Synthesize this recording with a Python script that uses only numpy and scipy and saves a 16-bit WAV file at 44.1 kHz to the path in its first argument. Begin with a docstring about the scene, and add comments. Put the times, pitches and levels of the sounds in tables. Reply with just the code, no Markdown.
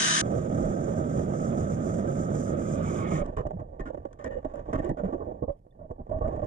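"""Ice auger, above and below the ice

A split second of bright hiss in open air, then the cut heard in the water: filtered random fractures
give a dull rumble, crunch, ringing ice and a growing fizz. After the break-through the spiral rubs,
knocks and judders in the hole (fracture bursts, decaying and wavering sines), chips and slush churn,
ice snaps and bubbles ring, all through a waterproof case with two unlike microphones.
"""
import sys
import numpy as np
from scipy import signal
from scipy.fft import rfft, irfft
from scipy.io import wavfile
from scipy.ndimage import uniform_filter1d

SR = 44100
rng = np.random.default_rng(int(sys.argv[2]) if len(sys.argv) > 2 else 0)


def persist_wave(psi):
    """Save psi, clipped to +-1, as 16-bit WAV."""
    counts = np.round(np.clip(psi, -1, 1) * 32767).astype(np.int16)
    wavfile.write(sys.argv[1], SR, np.atleast_2d(counts).T)


N = 285184
TIME = np.arange(N) / SR
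HZ = np.fft.rfftfreq(8192, 1 / SR)

DIVE_S, THROUGH_S = 0.215, 3.228  # the ear goes under the ice; the blades break through
EDGE_HZ = 12800

# blades in open air: hz, relative_db_per_hz
AIR_SPECTRUM = [(5, -61.5), (30, -23), (85, -31), (160, -3), (260, -8.5), (520, -15.5), (1050, -12.5),
                (1600, -11.5), (2400, -17.5), (3100, -12), (4700, -16.5), (6200, -11.5), (8200, -22.5),
                (9300, -19.5), (10100, -25), (10600, -76)]
# ringing of the auger's steel: hz, relative_db
STEEL_MODES = [(1244, -44), (1604, -47), (1776, -41.5), (2998, -49.5), (3822, -46.5), (5163, -56.5),
               (6072, -47), (6331, -49.5), (6751, -51.5), (6993, -47.5), (7192, -46.5), (9275, -58)]
AIR_DB = -27

# dull grinding through the ice: hz, relative_db_per_hz
RUMBLE_SPECTRUM = [(4, -48), (25, -12.5), (60, -10), (100, -1), (150, 3), (240, -1), (290, -7.5), (340, -4),
                   (410, -9.5), (550, -5), (670, -14), (770, -15), (900, -21.5), (1500, -59)]
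# ice crushed by the blades: hz, relative_db_per_hz
CRUNCH_SPECTRUM = [(600, -35), (950, -18.5), (1050, -8), (1280, 0.5), (1430, -14), (1650, -12.5),
                   (2150, -23.5), (2600, -28.5), (3100, -30.5), (3600, -31), (4200, -36), (6000, -48)]
# fine, bright fractures: hz, relative_db_per_hz
FIZZ_SPECTRUM = [(2800, -52), (4300, -24.5), (5000, -11), (6000, -1.5), (6700, -6), (7300, -1),
                 (7900, -13.5), (8400, -8), (9500, -22), (10500, -20), (11200, -35), (12200, -26),
                 (14500, -76)]
# thick ice, ringing in surges: hz, width_hz, median_level_db
THICK_MODES = [(1286, 73, -53.5), (1544, 90, -65)]
# last thin sheet: hz at SHEET_GIVES_S, width_hz, median_level_db at the peak of its swell
SHEET_MODES = [(880, 160, -48.5), (1122, 83, -50.5), (1820, 490, -55), (2175, 200, -54.5)]
SINK_OCTAVES_PER_S = 0.23  # sheet pitch sinks within 1 s of SHEET_GIVES_S
RUMBLE_DB = -29
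THICK_RING_HZ, THICK_RING_WIDTH_HZ, THICK_RING_DB = 638, 350, 6  # in the rumble, fades with depth
CRUNCH_DB, SHEET_SWELL_DB, SHEET_GIVES_S, SHEET_SWELL_S = -54, 6.5, 3.03, 0.3
FIZZ_START_DB, FIZZ_DB_PER_S, FIZZ_END_S = -64, 2.5, 0.047
# passing blades slip: period, one slip moment, dip at full depth, width as a share of the period
BLADE_S, BLADE_SLIP_AT_S, BLADE_SLIP_DB, BLADE_SLIP_SHARE = 0.253, 2.295, -13, 0.15

# auger judders on the wall: start_s, length_s, pitch_hz, level_db, waver_share_of_pitch
JUDDER_EVENTS = [(0.598, 0.13, 37, -36, .17), (3.524, 0.071, 140, -36, 0.28),
                 (4.246, 0.18, 535, -38, 0.053), (4.838, 0.054, 346, -30, 0.056),
                 (4.885, 0.05, 155, -32.5, 0.18), (5.024, 0.056, 174, -29, 0.15)]
JUDDER_UNEVEN_DB = 1.5

# spiral rubs and crushes chips:
# start_s, length_s, relative_rub_db, ice_ring_hz, relative_chips_db, chip_ring_hz
STROKE_EVENTS = [(3.178, 0.031, -37, 577, -55, 1400), (3.211, 0.015, -33.5, 568, -54, 1180),
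                 (3.277, .028, -39.5, 321, -61.5, 1480), (3.364, 0.051, -36, 433, -48, 1290),
                 (3.451, 0.021, -35.5, 600, -61, 1120), (3.589, .032, -43, 612, -63.5, 1200),
                 (3.793, .022, -37, 365, -50.5, 1780), (3.854, 0.041, -42, 320, -53.5, 1430),
                 (4.187, 0.051, -49.5, 585, -61, 1860), (4.24, 0.043, -37, 523, -50.5, 1810),
                 (4.303, 0.09, -38.5, 516, -60.5, 1830), (4.443, 0.023, -34.5, 322, -60, 1600),
                 (4.535, 0.071, -42.5, 558, -67, 1630), (4.68, 0.027, -37.5, 304, -63, 1150),
                 (4.727, 0.037, -31, 278, -44.5, 1250), (4.784, 0.02, -31.5, 310, -53.5, 1820),
                 (4.822, 0.059, -38.5, 510, -60, 1840), (4.89, 0.026, -31, 318, -57.5, 1790),
                 (4.968, 0.041, -39, 604, -56, 1400), (5.033, 0.065, -35.5, 454, -61, 1460),
                 (5.122, 0.041, -34.5, 338, -63.5, 1400), (5.199, 0.035, -38, 426, -56, 1090),
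                 (5.268, 0.029, -37.5, 500, -71, 940), (5.42, 0.024, -31, 457, -57, 1080),
                 (5.476, 0.029, -33, 567, -60.5, 1050), (5.786, 0.08, -50, 615, -76.5, 1390),
                 (5.901, 0.017, -38.5, 487, -62.5, 1140), (5.981, 0.039, -44.5, 241, -73, 1000),
                 (6.091, 0.011, -40.5, 325, -61, 1020), (6.108, 0.067, -35.5, 622, -58, 940),
                 (6.208, 0.025, -32.5, 500, -48.5, 1150), (6.241, 0.049, -34, 612, -56.5, 1340),
                 (6.301, 0.081, -42, 612, -62, 1110), (6.418, 0.032, -38, 597, -56.5, 1090)]
# water shoved by a stroke: time_s, push_db relative to the rub column
PLUNGE_CURVE = [(3.28, 3.5), (3.79, 6), (3.94, -25), (4.24, -5), (4.73, 0.5), (5.15, -12), (5.28, -2.5),
                (6.21, 3)]
# ice rubbed by the spiral: hz, relative_db_per_hz
BODY_SPECTRUM = [(60, -41.5), (170, -3.5), (240, -1), (315, 1), (400, -2.5), (510, 4.5), (600, 1.5),
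                 (680, -2), (770, -1), (950, -9), (1100, -34), (1900, -52)]
# shoved water: hz, relative_db_per_hz
PUSH_SPECTRUM = [(8, -23.5), (25, 4.5), (42, 0), (80, -0.5), (140, -5.5), (190, -13.5), (300, -32),
                 (600, -72.5)]
# breaking chips: hz, relative_db_per_hz
CHIP_SPECTRUM = [(600, -36), (950, -2.5), (1200, -5.5), (1420, -14.5), (1800, -19), (2050, -25),
                 (2650, -29), (3100, -33.5), (3550, -34.5), (4000, -36.5), (5000, -41.5), (6200, -36.5),
                 (7200, -35), (8400, -45.5), (10500, -58), (15000, -100.5)]
# ringing of the case: hz, width_hz, peak_db
CASE_MODES = [(1127, 76, 4.5), (1807, 160, 6), (2880, 130, 5)]
CHIP_RING_DB, BRIGHTER_DB = 8.5, 12.5  # higher-ringing chips crunch brighter
SOFTEN_FROM_S, SOFTEN_S, SOFTEN_DB_PER_OCTAVE = 5, 0.15, -7.5  # chips turn to slush: duller
LARGE_BUBBLE_HZ, BUBBLE_OCTAVES, BUBBLE_T60_S, BUBBLE_RISE_SHARE = 476, 1.1, 0.058, 0.24

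# spiral bumps the wall: start_s, pitch_hz, relative_db
KNOCK_EVENTS = [(3.219, 580, -26.5), (3.465, 581, -21), (3.506, 611, -21.5), (3.899, 513, -22),
                (3.943, 589, -24.5), (3.972, 573, -26), (4.051, 551, -21), (4.447, 613, -26.5),
                (4.796, 537, -28), (4.894, 607, -21), (5.269, 503, -30.5), (5.426, 474, -29.5),
                (5.49, 550, -27.5), (6.112, 622, -24), (6.391, 570, -23)]
KNOCK_T60_S, KNOCK_RISE_S, KNOCK_SCUFF_DB = 0.055, .003, -15

# stirring of the water: time_s, stir_db
CHURN_CURVE = [(3.24, -37.5), (3.55, -43), (3.7, -46.5), (4.0, -43.5), (4.15, -53.5), (4.38, -48.5),
               (4.64, -41.5), (4.87, -40), (4.95, -43.5), (5.06, -38), (5.35, -39.5), (5.53, -62),
               (6.06, -52), (6.31, -37.5), (6.46, -38)]
# crackle of the chips: time_s, db relative to stir
CRISP_CURVE = [(3.3, -21.5), (3.5, -31), (4.5, -19), (4.62, -20), (4.87, -16.5), (4.94, -34), (5.06, -22.5),
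               (5.3, -30.5), (6.3, -23.5)]
SLUSH_DB, SWIRL_DB, SWIRL_EXPONENT = -4, -22, 0.58  # swirl dies down less than the chips it carries

# ice snaps off the rim: start_s, relative_db
SNAP_EVENTS = [(3.2595, -50), (3.3667, -46), (3.467, -52), (3.508, -65), (3.597, -64), (3.7955, -64),
               (4.128, -53.5), (4.2415, -40), (4.4476, -54), (4.538, -58), (4.555, -52), (4.7304, -40.5),
               (4.8447, -49), (4.8916, -44), (4.9719, -60), (5.911, -60.5), (6.0943, -63), (6.128, -60),
               (6.2175, -52), (6.2784, -52), (6.3602, -58), (6.442, -56)]
# lone bubbles: start_s, pitch_hz, relative_db
BUBBLE_EVENTS = [(5.708, 3530, -65.5), (5.723, 1820, -64)]

# microphones in the case: hz, left_minus_right_db
CASE_BALANCE = [(60, -1.1), (170, -2), (250, -5), (340, -9), (430, -14.5), (600, -16), (660, -8), (730, -6),
                (950, -4.5), (1150, -3.5), (1420, -4.5), (1780, 4), (2250, -8), (2980, 3.5), (3500, -3),
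                (4200, 1.5), (6000, -5.5), (6900, 6.5), (8300, -8), (9500, 5)]
# phase between the microphones: hz, left_lead_rad
LEFT_LEAD = [(30, 0), (300, -.7), (400, -1.25), (500, -2.4), (550, -3.5), (660, -7.3), (760, -9.3),
             (1150, -8.6), (1420, -10.1), (1680, -16.5), (2200, -18.7), (2650, -16.5), (2950, -13.5),
             (4250, -9.4), (5000, -11.4), (6000, -16.9), (7200, -17.5), (8400, -18.9)]
# microphones in open air: hz, left_minus_right_db
OPEN_AIR_BALANCE = [(60, -9), (110, -1.5), (180, -1), (320, -10.5), (570, -1.5), (1000, 2), (1760, -6.5),
                    (3090, 8.5), (5420, -1.5), (9510, 7)]


def amp(db):
    """Decibels to gain."""
    return 10 ** (np.asarray(db) / 20)


def evened(x):
    """Scale so that the mean of the channels has rms 1."""
    return x / np.sqrt(np.mean(np.atleast_2d(x).mean(0) ** 2) + 1e-20)


def read(points):
    """Table over frequency, joined on a log axis."""
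    hz, value = np.transpose(points)
    return np.interp(np.log(HZ + 1), np.log(hz + 1), value)


def level(points):
    """Gain over time from a time_s, db table."""
    time_s, db = np.transpose(points)
    return amp(np.interp(TIME, time_s, db))


def add(mix, start_s, sound):
    """Mix a sound in at start_s."""
    part = mix[..., max(round(start_s * SR), 0):][..., :sound.shape[-1]]
    part += sound[..., :part.shape[-1]]


def wander(rate_hz):
    """Slow random curve of rms 1."""
    spectrum = rfft(rng.standard_normal(N))
    lowpass = 1 + (np.fft.rfftfreq(N, 1 / SR) / rate_hz) ** 2
    return evened(irfft(spectrum / lowpass, N))


def cracks(per_s, spread_db, size=N):
    """Tiny fractures at random moments, a few much larger than the rest."""
    chance, weight, sign = rng.random((3, size))
    height = amp(spread_db * np.minimum(-np.log(1 - weight), 4))
    return evened((chance < per_s / SR) * height * np.sign(sign - .5))


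def colour(x, db):
    """Minimum-phase filter: every crack rings after it lands."""
    log_gain = np.log(amp(np.maximum(db - db.max(), -100)))
    circle = np.r_[log_gain, log_gain[-2:0:-1]]
    response = np.exp(np.conj(signal.hilbert(circle)))[:len(HZ)]
    taps = irfft(response)[:4096]
    return signal.oaconvolve(x, taps)[:len(x)]


def shape(points):
    """Spectrum in dB that keeps falling beyond its last point."""
    return read(points) - 40 * np.log2(np.maximum(HZ / points[-1][0], 1))


def resonances(hz, width_hz, db):
    """Boost in dB from a set of resonant peaks."""
    hz, width_hz, db = (np.reshape(column, (-1, 1)) for column in (hz, width_hz, db))
    power = amp(db) ** 2 / (1 + (2 * (HZ - hz) / width_hz) ** 2)
    return 10 * np.log10(1 + power.sum(0))


def resonate(x, hz, width_hz):
    """Steep resonance that can follow a moving pitch."""
    turn = np.exp(2j * np.pi * np.cumsum(hz * np.ones(N)) / SR)
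    r = np.exp(-np.pi * width_hz / SR)
    return evened((turn * signal.lfilter([1], [1, -2 * r, r * r], x / turn)).real)


def ports(x, balance=CASE_BALANCE):
    """Two microphones that differ in level and phase over frequency."""
    half = amp(read(balance) / 2)
    pair = np.array([half * np.exp(1j * read(LEFT_LEAD)), 1 / half])
    pair /= np.sqrt((half ** 2 + half ** -2) / 2)
    taps = np.roll(irfft(pair), 4096, axis=1)  # centred, delay removed below
    return signal.oaconvolve(x[None], taps, axes=1)[:, 4096:4096 + len(x)]


def scatter(x, t60_s, wet_db):
    """Short dense echoes in the ice and the steel, different at each microphone."""
    t = TIME[:6000]
    tail = rng.standard_normal((2, len(t))) * amp(-60 * t / t60_s)
    tail /= np.linalg.norm(tail, axis=1, keepdims=True)
    return x + amp(wet_db) * signal.oaconvolve(x, tail, axes=1)[:, :x.shape[1]]


def chip_colour():
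    """Spectrum of breaking ice as it rings in the case."""
    return shape(CHIP_SPECTRUM) + resonances(*np.transpose(CASE_MODES))


def rub(length_s, spectrum, per_s, spread_db, fade_db, attack_s):
    """One catch and slide: a burst of fractures that builds, changes level by -fade_db and rings out."""
    t = TIME[:max(round(length_s * SR), 64)]
    envelope = amp(-fade_db * t / t[-1]) * (1 - np.exp(-t / attack_s))
    burst = cracks(per_s, spread_db, size=len(t)) * envelope
    sound = ports(colour(np.r_[burst, np.zeros(5000)], spectrum))
    sound = sound * (1 - np.exp(-(TIME[:sound.shape[1]] / .0012) ** 2))  # soft onset
    return sound * np.sqrt(len(t) / (np.sum(sound.mean(0) ** 2) + 1e-20))


def bubble(hz, t60_s, rise_share):
    """An air pocket rings, decays and climbs in pitch until t60_s as it frees itself."""
    t = TIME[:4000]
    turns = hz * t * (1 + rise_share * np.minimum(t / t60_s, 1) / 2)
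    return amp(-60 * t / t60_s) * (1 - np.exp(-t / 0.002)) * np.sin(2 * np.pi * turns)


def open_air():
    """Blades shave the surface: a bright hiss of fractures that sets the steel ringing."""
    size = SR // 4
    hz, db = np.transpose(STEEL_MODES)
    spectrum = shape(AIR_SPECTRUM) + resonances(hz, 55, db - db.max() + 12.0)
    flutter = amp(.7 * wander(70)[:size])

    def hiss():
        return ports(colour(cracks(9000, 1.8, size=size) * flutter, spectrum), OPEN_AIR_BALANCE)

    near, apart = hiss(), hiss()
    highpass = signal.butter(2, 1500, "high", fs=SR, output="sos")
    apart = signal.sosfilt(highpass, apart) * [[1], [-1]]  # one channel inverted: wide treble
    out = np.zeros((2, N))
    add(out, 0, amp(AIR_DB) * evened(near + 0.5 * apart))
    return out


def grinding():
    """Blades chatter through solid ice; one uneven bite drives rumble, crunch, ringing ice and fizz."""
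    bite = wander(18)
    surge = wander(4.4)  # harder and softer ice as the blades turn
    depth = np.minimum(TIME / THROUGH_S, 1)
    to_end_s = np.minimum(TIME - THROUGH_S, 0)
    giving = np.exp(-((TIME - SHEET_GIVES_S) / SHEET_SWELL_S) ** 2)

    slips = cracks(2500, 1.85)
    thick_ring = resonances(THICK_RING_HZ, THICK_RING_WIDTH_HZ, THICK_RING_DB)
    ringing = evened(colour(slips, shape(RUMBLE_SPECTRUM) + thick_ring))
    plain = evened(colour(slips, shape(RUMBLE_SPECTRUM)))
    chatter = evened((1 - depth) * ringing + depth * plain)
    # ice gives way at a steady force, which evens the chatter
    force = np.sqrt(uniform_filter1d(chatter ** 2, SR // 60) + .2)
    rumble = ports(chatter / force * amp(1.48 * bite))
    grip = amp(-7 * np.exp(to_end_s / 0.051))  # blades lose their grip at the end

    fractures = cracks(2200, 2.0) * amp(1.1 * bite + 0.41 * wander(60))
    crunch = ports(colour(fractures, shape(CRUNCH_SPECTRUM)))
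    crunch_gain = amp(CRUNCH_DB + SHEET_SWELL_DB * giving)

    thick = sum(amp(db + 3.0 * wander(5.3)) * resonate(fractures, hz, width_hz)
                for hz, width_hz, db in THICK_MODES)
    thinning = 2 ** (SINK_OCTAVES_PER_S * np.clip(SHEET_GIVES_S - TIME, -1, 1))
    sheet = sum(amp(db + 4.4 * wander(10)) * resonate(fractures, hz * thinning, width_hz)
                for hz, width_hz, db in SHEET_MODES)

    blade = ((TIME - BLADE_SLIP_AT_S) / BLADE_S + .5) % 1 - .5  # periods from the nearest slip
    slip_db = BLADE_SLIP_DB * depth * np.exp(-(blade / BLADE_SLIP_SHARE) ** 2)
    fine = cracks(7000, 3.5) * amp(1.0 * bite + 1.0 * surge + slip_db)
    fizz = ports(colour(fine, shape(FIZZ_SPECTRUM)))
    ice_left = 1 - np.exp(to_end_s / FIZZ_END_S)
    fizz_gain = amp(FIZZ_START_DB + FIZZ_DB_PER_S * TIME) * ice_left

    return (amp(RUMBLE_DB) * grip * evened(rumble) + ports(thick + giving * sheet)
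            + crunch_gain * evened(scatter(crunch, 0.083, wet_db=-8.5))
            + fizz_gain * evened(scatter(fizz, 0.03, wet_db=-2.5)))


def judders():
    """Stick and slip: a short uneven groan or squeak that swells and dies."""
    out = np.zeros(N)
    sway = wander(35)
    grip = amp(JUDDER_UNEVEN_DB * wander(70))
    for start_s, length_s, hz, db, waver in JUDDER_EVENTS:
        size, start = round(length_s * SR), round(start_s * SR)
        turns = np.cumsum(hz * (1 + waver * sway[start:][:size])) / SR
        groan = evened(grip[start:][:size] * np.sin(2 * np.pi * turns))
        add(out, start_s, amp(db) * signal.windows.tukey(size, .5) * groan)
    return ports(out)


def softness(s):
    """How far the chips have turned to slush, 0-1."""
    return np.clip((s - SOFTEN_FROM_S) / SOFTEN_S, 0, 1)


def strokes():
    """Each rub of the spiral rings the ice, shoves water against the case and crushes chips."""
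    body, push, chips = np.zeros((3, 2, N))
    for s, length_s, db, ring_hz, chips_db, chip_hz in STROKE_EVENTS:
        ring = resonances(ring_hz, 40, 11.3)
        add(body, s, amp(db) * rub(length_s, shape(BODY_SPECTRUM) + ring, 1300, 2.45,
                                   fade_db=2.5, attack_s=0.00027))

        push_db = db + np.interp(s, *np.transpose(PLUNGE_CURVE))
        add(push, s - .002, amp(push_db) * rub(length_s, shape(PUSH_SPECTRUM), 1500, 2.3,
                                               fade_db=-3.0, attack_s=0.00057))

        shard_hz = 1000 * 3.0 ** rng.random(size=5)  # every shard has its own pitch
        shards = resonances(shard_hz, .03 * shard_hz, 6)
        shards = shards + resonances(chip_hz, .09 * chip_hz, CHIP_RING_DB)
        harder = BRIGHTER_DB * np.log2(chip_hz / 1200) * np.log2(np.clip(HZ / 1000, 1, 2))
        duller = SOFTEN_DB_PER_OCTAVE * softness(s) * np.log2(np.clip(HZ / 1150, 1, 2))
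        spectrum = chip_colour() + shards + harder + duller
        add(chips, s, amp(chips_db) * rub(length_s, spectrum, 1500, 3.0, fade_db=7, attack_s=0.0031))
    body = amp(0.64) * scatter(body, 0.09, wet_db=-8)
    return body + amp(0.8) * push + scatter(chips, 0.14, wet_db=-9)


def gurgle():
    """Strokes shake bubbles loose: large ones follow the force of the rub, small ones the crushing."""
    out = np.zeros(N)
    for s, length_s, db, _, chips_db, _ in STROKE_EVENTS:
        for when, small, faint in rng.random((5, 3)):
            hz = LARGE_BUBBLE_HZ * 2 ** (BUBBLE_OCTAVES * small)
            t60_s = BUBBLE_T60_S * (LARGE_BUBBLE_HZ / hz) ** .5
            loud_db = np.interp(small, [0, 1], [db - 0.5, chips_db + 4]) - 8 * faint
            add(out, s + when * length_s, amp(loud_db) * bubble(hz, t60_s, BUBBLE_RISE_SHARE))
    return amp(-2.0) * ports(out)


def knocks():
    """Each bump is a hollow plop, a decaying sine, with a brief scuff of fractures."""
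    plops, scuffs = np.zeros(N), np.zeros((2, N))
    t = TIME[:SR // 8]
    spectrum = np.maximum(shape(BODY_SPECTRUM), chip_colour() - 14)
    for s, hz, db in KNOCK_EVENTS:
        envelope = amp(db - 60 * t / KNOCK_T60_S) * (1 - np.exp(-(t / KNOCK_RISE_S) ** 2))
        add(plops, s, envelope * np.sin(2 * np.pi * hz * t))
        scuff = rub(0.012, spectrum, 4000, 1.7, fade_db=10.5, attack_s=0.00091)
        add(scuffs, s, amp(db + KNOCK_SCUFF_DB) * scuff)
    return ports(plops) + scuffs


def slush():
    """Loose chips tumble and crackle in a swirl of water noise below the open hole."""
    tumble = cracks(1500, 3.5) * amp(3.4 * wander(27))
    body = evened(ports(colour(tumble, shape(BODY_SPECTRUM))))
    chips = evened(scatter(ports(colour(tumble, chip_colour())), 0.1, wet_db=-7.5))
    swirl = evened(ports(colour(rng.standard_normal(N), shape(PUSH_SPECTRUM))))
    stir = level(CHURN_CURVE)
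    carried = stir * (amp(SLUSH_DB) * body + level(CRISP_CURVE) * chips)
    return carried + amp(SWIRL_DB) * stir ** SWIRL_EXPONENT * swirl


def snaps():
    """A shard breaks off in a few milliseconds with a bright tick."""
    out = np.zeros((2, N))
    spectrum = chip_colour() + 4 * np.log2(np.clip(HZ / 2000, .5, 4))
    for s, db in SNAP_EVENTS:
        add(out, s, amp(db) * rub(0.0046, spectrum, 14000, 1.5, fade_db=6, attack_s=.001))
    return amp(-6.5) * scatter(out, 0.046, wet_db=-6.5)


def bubbles():
    """Small bubbles ring alone while the auger rests."""
    out = np.zeros(N)
    for s, hz, db in BUBBLE_EVENTS:
        add(out, s, amp(db) * bubble(hz, t60_s=0.036, rise_share=.02))
    return ports(out)


def scene():
    """Open air, then under the ice: grinding until the break-through, churning after it."""
    under = np.clip((TIME - DIVE_S) / 0.0024 + .5, 0, 1)
    through = np.clip((TIME - THROUGH_S) / 0.0061 + .5, 0, 1)
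    hiss = amp(-90) * rng.standard_normal((2, N))
    water = (1 - through) * grinding() + through * slush()
    water = water + judders() + strokes() + gurgle() + knocks() + snaps() + bubbles()
    return (1 - under) * open_air() + under * water + hiss


def record(dry):
    """Steep low-pass at EDGE_HZ."""
    taps = signal.firwin(511, EDGE_HZ, window=("kaiser", 9), fs=SR)
    return signal.oaconvolve(dry, taps[None], "same")


dry = scene()
out = record(dry)
persist_wave(out)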